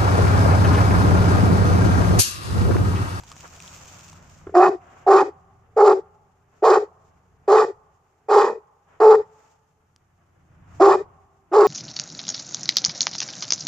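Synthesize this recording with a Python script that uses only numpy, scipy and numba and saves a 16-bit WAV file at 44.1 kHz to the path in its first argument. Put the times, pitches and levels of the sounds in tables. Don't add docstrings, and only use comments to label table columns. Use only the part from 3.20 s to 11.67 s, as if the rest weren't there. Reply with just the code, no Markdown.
import sys
import numpy as np
from scipy import signal
from scipy.fft import rfft, irfft
from scipy.io import wavfile
from scipy.ndimage import uniform_filter1d, minimum_filter1d
from numba import njit

SR = 44100
rng = np.random.default_rng(int(sys.argv[2]) if len(sys.argv) > 2 else 0)


def log_audio(samples):
    frames = np.atleast_2d(samples).T
    limited = np.clip(frames, -1, 1)
    pcm = np.round(limited * 32767).astype(np.int16)
    wavfile.write(sys.argv[1], SR, pcm)


N = 373527

# frequency_hz, likeness (1 = identical)
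DIFFUSE_LIKENESS = [(60, 0.87), (180, 0.93), (550, 0.26), (1650, 0.26), (4970, 0.22), (15000, -0.0)]


def amp(db):
    return 10 ** (np.asarray(db) / 20)


def add_db(*levels):
    return 10 * np.log10(sum(amp(db) ** 2 for db in levels))


def rms_one(x):
    return x / np.sqrt(np.mean(x ** 2) + 1e-20)


def in_time(rows):
    s, *columns = np.transpose(rows)
    return [np.interp(np.arange(N) / SR, s, column) for column in columns]


def at_hz(points, hz):
    table = np.array(points)
    return np.interp(np.log(hz + 1), np.log(table[:, 0] + 1), table[:, 1])


def drift(rate_hz):
    r = np.exp(-2 * np.pi * rate_hz / SR)
    noise = rng.standard_normal(N + SR)
    return rms_one(signal.lfilter([1], [1, -2 * r, r * r], noise)[SR:])


def coloured(x, spectrum, steep_db=40):
    hz = np.fft.rfftfreq(N, 1 / SR) + 1
    octaves_below = np.maximum(np.log2(spectrum[0][0] / hz), 0)
    octaves_above = np.maximum(np.log2(hz / spectrum[-1][0]), 0)
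    gain_db = at_hz(spectrum, hz) - steep_db * (octaves_below + octaves_above)
    return rms_one(irfft(rfft(x) * amp(gain_db), N))


def diffuse(pair, likeness):
    size = pair.shape[1]
    alike = np.clip(at_hz(likeness, np.fft.rfftfreq(size, 1 / SR)), 0, 1)
    mid, side = rfft(pair) * np.sqrt([1 + alike, 1 - alike]) / np.sqrt(2)
    return irfft([mid + side, mid - side], size)


@njit
def resonate(x, angle, r):
    y = np.zeros(len(x))
    for i in range(2, len(x)):
        y[i] = (1 - r) * (x[i] - x[i - 2]) + 2 * r * np.cos(angle[i]) * y[i - 1] - r * r * y[i - 2]
    return y


def formant(x, hz, width_hz, even_s=.022):
    angle = 2 * np.pi * hz / SR
    r = np.exp(-np.pi * width_hz / SR)
    y = resonate(resonate(x, angle, r), angle, r)
    return y / np.sqrt(uniform_filter1d(y ** 2, int(even_s * SR)) + 1e-20)


def bark_controls():
    # second_resonance_hz (at its start), upper_resonances_db (over mouth),
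    # breath_db (over mouth), roughness (0-1, at full throat), half_pitch_db (at the end, over throat)
    bark_colours = [(695, -3.5, -21.5, .25, -18), (730, -9, -19.5, .5, -22.5), (724, -8.5, -20, .35, -30),
                    (737, -7.5, -18, .6, -27), (730, -7, -18, .45, -25), (766, -5.5, -17.5, .4, -12),
                    (725, -6.5, -22, .25, -27.5), (760, -6.5, -19.5, .4, -23), (753, -7, -19, .4, -38)]
    # time_s, fold_pitch_hz, throat_db, second_resonance_db, open_mouth_db
    bark_courses = [
        [(1.342, 359.7, -22, -22.5, -44), (1.354, 360.4, -17, -16.5, -21), (1.376, 360.5, -8, -14, -20.5),
         (1.412, 361.7, -14.5, -12.5, -21), (1.43, 380.6, -14.5, -15.5, -16.5), (1.464, 384.4, -21, -20, -19),
         (1.48, 377.9, -16.5, -20.5, -23.5), (1.495, 368, -16, -27, -29)],
        [(1.866, 393, -23.5, -20, -37.5), (1.884, 393.4, -14.5, -12.5, -22), (1.894, 384.1, -11, -18, -26),
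         (1.916, 384.1, -10.5, -15.5, -16), (1.96, 378.9, -12, -21.5, -17.5), (1.99, 381, -21.5, -25, -17),
         (1.996, 382, -23.5, -24, -22), (2.012, 384, -21.5, -19.5, -19), (2.028, 371, -18, -22.5, -32.5),
         (2.036, 371, -20, -26, -36.5)],
        [(2.565, 435.7, -19, -32.5, -42.5), (2.575, 433.2, -15, -23.5, -27), (2.615, 413.6, -12, -15.5, -19.5),
         (2.637, 418.4, -6, -18, -23), (2.651, 402.6, -12, -24.5, -23), (2.669, 403, -14, -22, -22),
         (2.675, 400.4, -11.5, -20.5, -15.5), (2.687, 401, -13, -19, -22.5), (2.721, 406.2, -17.5, -23, -21.5),
         (2.738, 361, -19.5, -28, -33)],
        [(3.423, 414, -21, -30.5, -53), (3.429, 415, -15, -27.5, -36), (3.443, 436, -17.5, -17.5, -23),
         (3.461, 439, -15, -16.5, -18.5), (3.517, 411.4, -10.5, -26, -19.5), (3.545, 413.8, -22, -25, -20),
         (3.561, 454, -21.5, -20.5, -21), (3.573, 414, -19, -23.5, -28), (3.586, 414, -20, -30.5, -29.5)],
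        [(4.279, 415.5, -13, -23.5, -30), (4.303, 418, -14.5, -22, -22), (4.333, 427.6, -8.5, -23, -19),
         (4.353, 425.8, -10, -23, -20), (4.365, 403.3, -15.5, -23, -17.5), (4.375, 401.3, -20, -24, -20.5),
         (4.409, 454, -24, -28, -19.5), (4.419, 469.5, -24.5, -22.5, -25), (4.435, 396, -21.5, -27, -26.5),
         (4.451, 392, -21, -32.5, -34)],
        [(5.086, 412.9, -24.5, -29, -37.5), (5.106, 438.7, -16, -23.5, -24.5), (5.138, 426.4, -15, -21, -18),
         (5.166, 425.9, -9.5, -21.5, -20), (5.188, 400.1, -15.5, -16.5, -18.5), (5.212, 403.4, -21, -24.5, -20),
         (5.262, 405.8, -22, -28, -28.5), (5.28, 457.6, -27, -28, -30.5), (5.31, 455.1, -29.5, -36, -41),
         (5.34, 457.2, -38.5, -50, -55)],
        [(5.803, 426.3, -13, -17.5, -20), (5.809, 425.1, -13.5, -24, -22), (5.839, 424.9, -10, -22.5, -20.5),
         (5.887, 424.9, -5.5, -23, -19.5), (5.895, 424.6, -8, -22, -22), (5.921, 416.7, -12.5, -24, -17),
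         (5.947, 414, -18, -21, -25.5), (5.957, 414, -19.5, -20, -19.5)],
        [(7.599, 337.5, -17.5, -24, -35.5), (7.607, 336.8, -11.5, -10, -21), (7.629, 402, -7, -22, -15),
         (7.655, 417.5, -9.5, -30, -16), (7.671, 413, -10, -17, -20.5), (7.687, 386, -11, -16.5, -19),
         (7.695, 382, -14.5, -16.5, -21.5), (7.729, 382, -20, -24.5, -18.5), (7.741, 413, -21, -20, -22),
         (7.759, 388, -19, -26.5, -30)],
        [(8.317, 380.9, -23, -35.5, -47), (8.335, 375.4, -18.5, -24, -25), (8.361, 415.1, -12, -22.5, -19.5),
         (8.375, 421.7, -8, -27, -20.5), (8.419, 413.1, -11, -29, -18.5), (8.435, 364, -16.5, -25.5, -21),
         (8.464, 371, -28.5, -20, -25)],
    ]
    second_rise_hz_per_s = 500
    hoarse_per_db = .028
    half_grows_db = 41.5

    rows = []
    for course, (second_hz, upper_db, air_db, roughness, half_db) in zip(bark_courses, bark_colours):
        (start, hz, *_), (end, last_hz, *_) = course[0], course[-1]
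        silence_before = (start - .005, hz, -70, -75, -80)
        silence_after = (end + .006, .9 * last_hz, -90, -95, -100)
        course = np.array([silence_before, *course, silence_after])
        s, throat, same = course[:, 0], course[:, 2], np.ones(len(course))
        moving_hz = second_hz + second_rise_hz_per_s * (s - start)
        hoarse = np.clip(roughness + hoarse_per_db * (throat.max() - throat), 0, .95)
        half = half_db - half_grows_db * (end - s) / (end - start)
        rows.append(np.c_[course, moving_hz, hoarse, half, upper_db * same, air_db * same])
    return uniform_filter1d(in_time(np.vstack(rows)), SR // 250)


def barks():
    # frequency_hz, relative_level_db (per Hz)
    mouth_spectrum = [(850, -36.5), (1450, -1.5), (1640, -3.5), (1900, 6), (2170, -23), (2420, -4.5),
                      (2550, -6), (2700, -30), (3000, -23.5), (3900, -54.5), (6600, -120)]
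    # frequency_hz, relative_level_db (per Hz)
    breath_spectrum = [(1760, -43), (3000, -3), (3500, -3.5), (4780, -0.5), (5570, -4), (6220, -6.5),
                       (7510, -5.5), (8940, -33.5), (10500, -39.5), (12200, -25), (14400, -34),
                       (15300, -30.5), (15800, -42)]
    third_hz = 1102
    gap_db = -6
    chest_db = -42.5

    (pitch, throat_db, second_db, open_db, second_hz,
     rough, half_db, mouth_db, breath_db) = bark_controls()
    pitch = pitch * (1 + .04 * rough ** 2 * drift(25))
    cycles = np.cumsum(pitch * (1 + 0.11 * rough * drift(70))) / SR
    opening = (.5 + .5 * np.cos(2 * np.pi * cycles)) ** 3.3
    turbulence = rng.standard_normal(N) * (.9 + opening)
    folds = opening * amp(7.0 * rough * drift(80)) + 2.4 * rough ** 2 * turbulence

    voice = amp(throat_db) * formant(folds, pitch, width_hz=120)
    voice -= amp(second_db) * formant(folds, second_hz, width_hz=160)
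    voice += amp(open_db) * formant(folds, np.full(N, float(third_hz)), width_hz=383)
    voice += amp(throat_db + gap_db) * rough * formant(turbulence, np.full(N, 530.), width_hz=200)
    mouth = coloured(turbulence + 2.5 * folds, mouth_spectrum)
    voice += amp(open_db + mouth_db + 2.0 * drift(50)) * mouth
    breath = coloured(turbulence, breath_spectrum)
    voice += amp(open_db + breath_db + 1.5 * drift(85)) * breath
    no_bass = signal.butter(6, 310, "high", fs=SR, output="sos")
    voice = signal.sosfilt(no_bass, voice)

    half_pitch = amp(throat_db + half_db) * np.sin(np.pi * cycles)
    chest = amp(throat_db / 2 + chest_db) * formant(turbulence, np.full(N, 140.), width_hz=480)
    return voice + half_pitch + chest


def knocks(events, cycles, grainy):
    out = np.zeros((len(events), N))
    t = np.arange(SR // 20) / SR
    grain = 1 + grainy * rng.standard_normal((len(events), len(t)))
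    for row, rough, (s, db, hz, *_) in zip(out, grain, events):
        soft = np.minimum(t * hz, 1)
        decay = amp(db - 60 * t * hz / cycles)
        row[round(s * SR):][:len(t)] = soft * decay * np.sin(2 * np.pi * hz * t) * rough
    return out


def grunts():
    # start_s, level_db (before decay), pitch_hz
    grunt_events = [(1.268, -21, 380), (1.293, -26, 410), (1.27, -37, 95)]
    clicks = knocks(grunt_events, cycles=14.0, grainy=1.2).sum(axis=0)
    return signal.sosfilt(signal.butter(4, 1400, fs=SR, output="sos"), clicks)


def ports(x):
    # frequency_hz, left_over_right_db
    level_offsets = [(60, -0.5), (92, -0.5), (140, 0.0), (210, 0.0), (330, 0.0), (500, -0.5), (770, -1.5),
                     (1170, -3.0), (1790, -1.0), (2740, 6.0), (4190, -0.5), (6410, 1.0), (9810, -0.5),
                     (15000, 0.5)]
    # frequency_hz, left_lead_rad
    phase_leads = [(0, 0), (1210, 0.2), (1980, 1.3), (3620, -0.5), (4570, 1.0), (5430, 0.1), (6200, 2.2),
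                   (7670, 1.2), (7920, 1.3), (9300, 6.1), (9820, 6.4), (11200, 6.1), (13500, 6.5),
                   (16000, 6.3)]
    pad = SR // 4
    size = N + pad
    fade = np.minimum(1, np.arange(size)[::-1] / pad)
    hz = np.fft.rfftfreq(size, 1 / SR)
    spectrum = rfft(np.pad(x, (0, pad), "reflect") * fade)
    half_lead = .5j * np.interp(hz, *np.transpose(phase_leads))
    offset = amp(at_hz(level_offsets, hz) / 2) * np.exp(half_lead)
    return irfft([spectrum * offset, spectrum / offset], size)[:, :N]


def surroundings(x):
    # start_s, t60_s, level_db, from_hz, to_hz
    dense_echoes = [(.002, 0.029, -7, 1509, 15050), (.004, 0.43, -35.5, 281.8, 8520),
                    (0.048, 1.6, -48.5, 598.6, 1503), (0.051, 1.5, -66, 301.3, 606.5)]
    # delay_s, smear_s, level_db, from_hz, to_hz
    wall_returns = [(0.05523, 0.0051, -26, 280, 600), (0.028, 0.032, -32.5, 110, 9600),
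                    (0.059, 0.026, -13.5, 2200, 20000), (0.074, 0.03, -39.5, 300, 1900),
                    (0.1, 0.0067, -67.5, 600, 3600)]
    # frequency_hz, likeness (1 = identical)
    echo_likeness = [(60, .9), (180, .9), (350, .93), (550, 0.98), (950, 0.15), (1650, .1), (2860, .35),
                     (4970, .26), (15000, .07)]

    t, response = np.arange(2 * SR) / SR, 0
    shapes = [(amp(-60 * (t - start) / t60) * (t > start), *rest)
              for start, t60, *rest in dense_echoes]
    shapes += [(np.exp(-((t - delay) / smear) ** 2), *rest)
               for delay, smear, *rest in wall_returns]
    for shape, db, low_hz, high_hz in shapes:
        band = signal.butter(2, [low_hz, high_hz], "band", fs=SR, output="sos")
        echo = signal.sosfilt(band, rng.standard_normal((2, len(t))) * shape)
        energy = np.sum(shape ** 2) * 2 * (high_hz - low_hz) / SR
        response = response + amp(db) * echo / np.sqrt(energy)
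    return signal.fftconvolve(x[None], diffuse(response, echo_likeness), axes=1)[:, :N]


def snaps():
    # start_s, level_db (before decay), pitch_hz, left_over_right_db
    snap_events = [(0.035, -37, 888, -1.5), (0.077, -39, 3500, -2.0), (0.102, -35, 7160, -1.0),
                   (0.116, -31, 1190, 0.0), (0.124, -36, 1150, -1.5), (0.166, -29, 5960, -1.5),
                   (0.267, -36, 5600, -1.0), (0.359, -38, 1320, -0.5), (0.402, -30, 2490, 2.5),
                   (0.478, -30, 3300, 2.0), (0.887, -35, 6750, 1.0), (0.929, -39, 977, 1.0),
                   (1.14, -48, 6500, -2.5), (6.762, -38, 5970, -1.0)]
    pan_db = np.array(snap_events)[:, 3]
    pair = amp([pan_db / 2, -pan_db / 2]) @ knocks(snap_events, cycles=18.0, grainy=1.6)
    return signal.sosfilt(signal.butter(4, 7800, fs=SR, output="sos"), pair)


def ground_levels():
    # time_s, rustle_db, crackle_db
    feet_course = [(0.0, -59.5, -60.5), (0.118, -53, -57), (0.28, -53, -53), (0.56, -52.5, -51),
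                   (0.818, -52, -53.5), (1.0, -57, -60), (1.23, -63.5, -63)]
    # centre_s, half_width_s (9 dB down), rustle_db, crackle_db
    shuffles = [(0.251, 0.016, -43.5, -58), (.535, 0.017, -52, -59), (1.75, 0.15, -51.5, -67),
                (3.37, 0.05, -63.5, -72), (3.86, 0.09, -79, -75), (4.96, 0.09, -75.5, -84),
                (5.73, 0.067, -58, -77), (6.22, 0.15, -65, -68.5), (7.57, 0.08, -63, -64.5)]
    still_rustle_db, still_crackle_db = -72.5, -80.5
    t = np.arange(N) / SR
    feet = in_time([*feet_course, (feet_course[-1][0] + .3, -95, -95)])
    swells = [np.array(dbs)[:, None] - 9 * ((t - s) / width) ** 2 for s, width, *dbs in shuffles]
    return add_db(feet, *swells, [[still_rustle_db], [still_crackle_db]])


def ground_rustle(level_db):
    # frequency_hz, relative_level_db (per Hz)
    rustle_spectrum = [(150, -28.5), (250, -3), (349, -9), (678, 0), (753, -1.5), (1250, 0), (3000, -16),
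                       (3900, -30.5), (6600, -120)]
    noise = coloured(rng.standard_normal((2, N)), rustle_spectrum)
    return amp(level_db + 1.5 * drift(20)) * diffuse(noise, DIFFUSE_LIKENESS)


def ground_crackle(level_db):
    # frequency_hz, relative_level_db (per Hz)
    crackle_spectrum = [(1470, -26), (2500, -7.5), (3560, -12.5), (4100, -14.5), (6820, -3.5), (7480, -8),
                        (9950, -31.5), (12600, -27.5), (14600, -19), (15800, -20.5)]
    graininess = 4.7 * np.clip((level_db + 70.5) / 12, 0, 1)
    struck = rng.random((2, N)) < 600 / SR
    grain_gain = amp(3.5 * np.minimum(rng.exponential(1, (2, N)), 3))
    grit = graininess * struck * grain_gain
    noise = coloured(rng.standard_normal((2, N)) * (1 + grit), crackle_spectrum)
    return amp(level_db + 1.7 * drift(25)) * diffuse(noise, DIFFUSE_LIKENESS)


def motor_drone(level_db):
    # frequency_hz, relative_level_db (per Hz)
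    drone_spectrum = [(12, -43), (20, -18), (27, -12.5), (91, -2), (167, -2.5), (211, -15), (263, -14),
                      (320, -19.5), (420, -47), (700, -120)]
    # pitch_hz, line_db (sine peak over rumble rms)
    firing_lines = [(87.5, 1.5), (175, -8)]
    t = np.arange(N) / SR
    rumble = diffuse(coloured(rng.standard_normal((2, N)), drone_spectrum), DIFFUSE_LIKENESS)
    lines = 0
    for hz, db in firing_lines:
        phase = 2 * np.pi * hz * t + .8 * drift(35)
        lines = lines + amp(db + drift(5)) * np.sin(phase)
    return amp(level_db) * (rumble + lines)


def background():
    # time_s, low_db
    low_level_course = [
        [(0.0, -55), (1.34, -53), (1.51, -61), (2.69, -61.5), (3.18, -67.5), (4.34, -61.5), (4.64, -67),
         (4.98, -73.5), (5.19, -65), (5.59, -73.5), (5.97, -58), (6.23, -73.5), (7.12, -66.5), (7.6, -48),
         (8.14, -67.5), (8.47, -63)],
    ]
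    rustle_under_low_db = 7.5
    hiss_db = -84.5
    low_db, = in_time(np.vstack(low_level_course))
    rustle_db, crackle_db = ground_levels()
    rustle_db = add_db(rustle_db, low_db - rustle_under_low_db)
    hiss = amp(hiss_db) * rng.standard_normal((2, N))
    return motor_drone(low_db) + ground_rustle(rustle_db) + ground_crackle(crackle_db) + hiss


def scene():
    dog = barks() + grunts()
    return ports(dog) + surroundings(dog) + snaps() + background()


def record(dry):
    ceiling, cutoff_hz = .95, 16200
    reach = SR // 150
    need = minimum_filter1d(ceiling / np.maximum(np.abs(dry).max(axis=0), ceiling), 2 * reach)
    gain = uniform_filter1d(uniform_filter1d(need, reach), reach)
    top_cut = signal.cheby2(12, 70, cutoff_hz, fs=SR, output="sos")
    return signal.sosfilt(top_cut, gain * dry)


dry = scene()
out = record(dry)
log_audio(out)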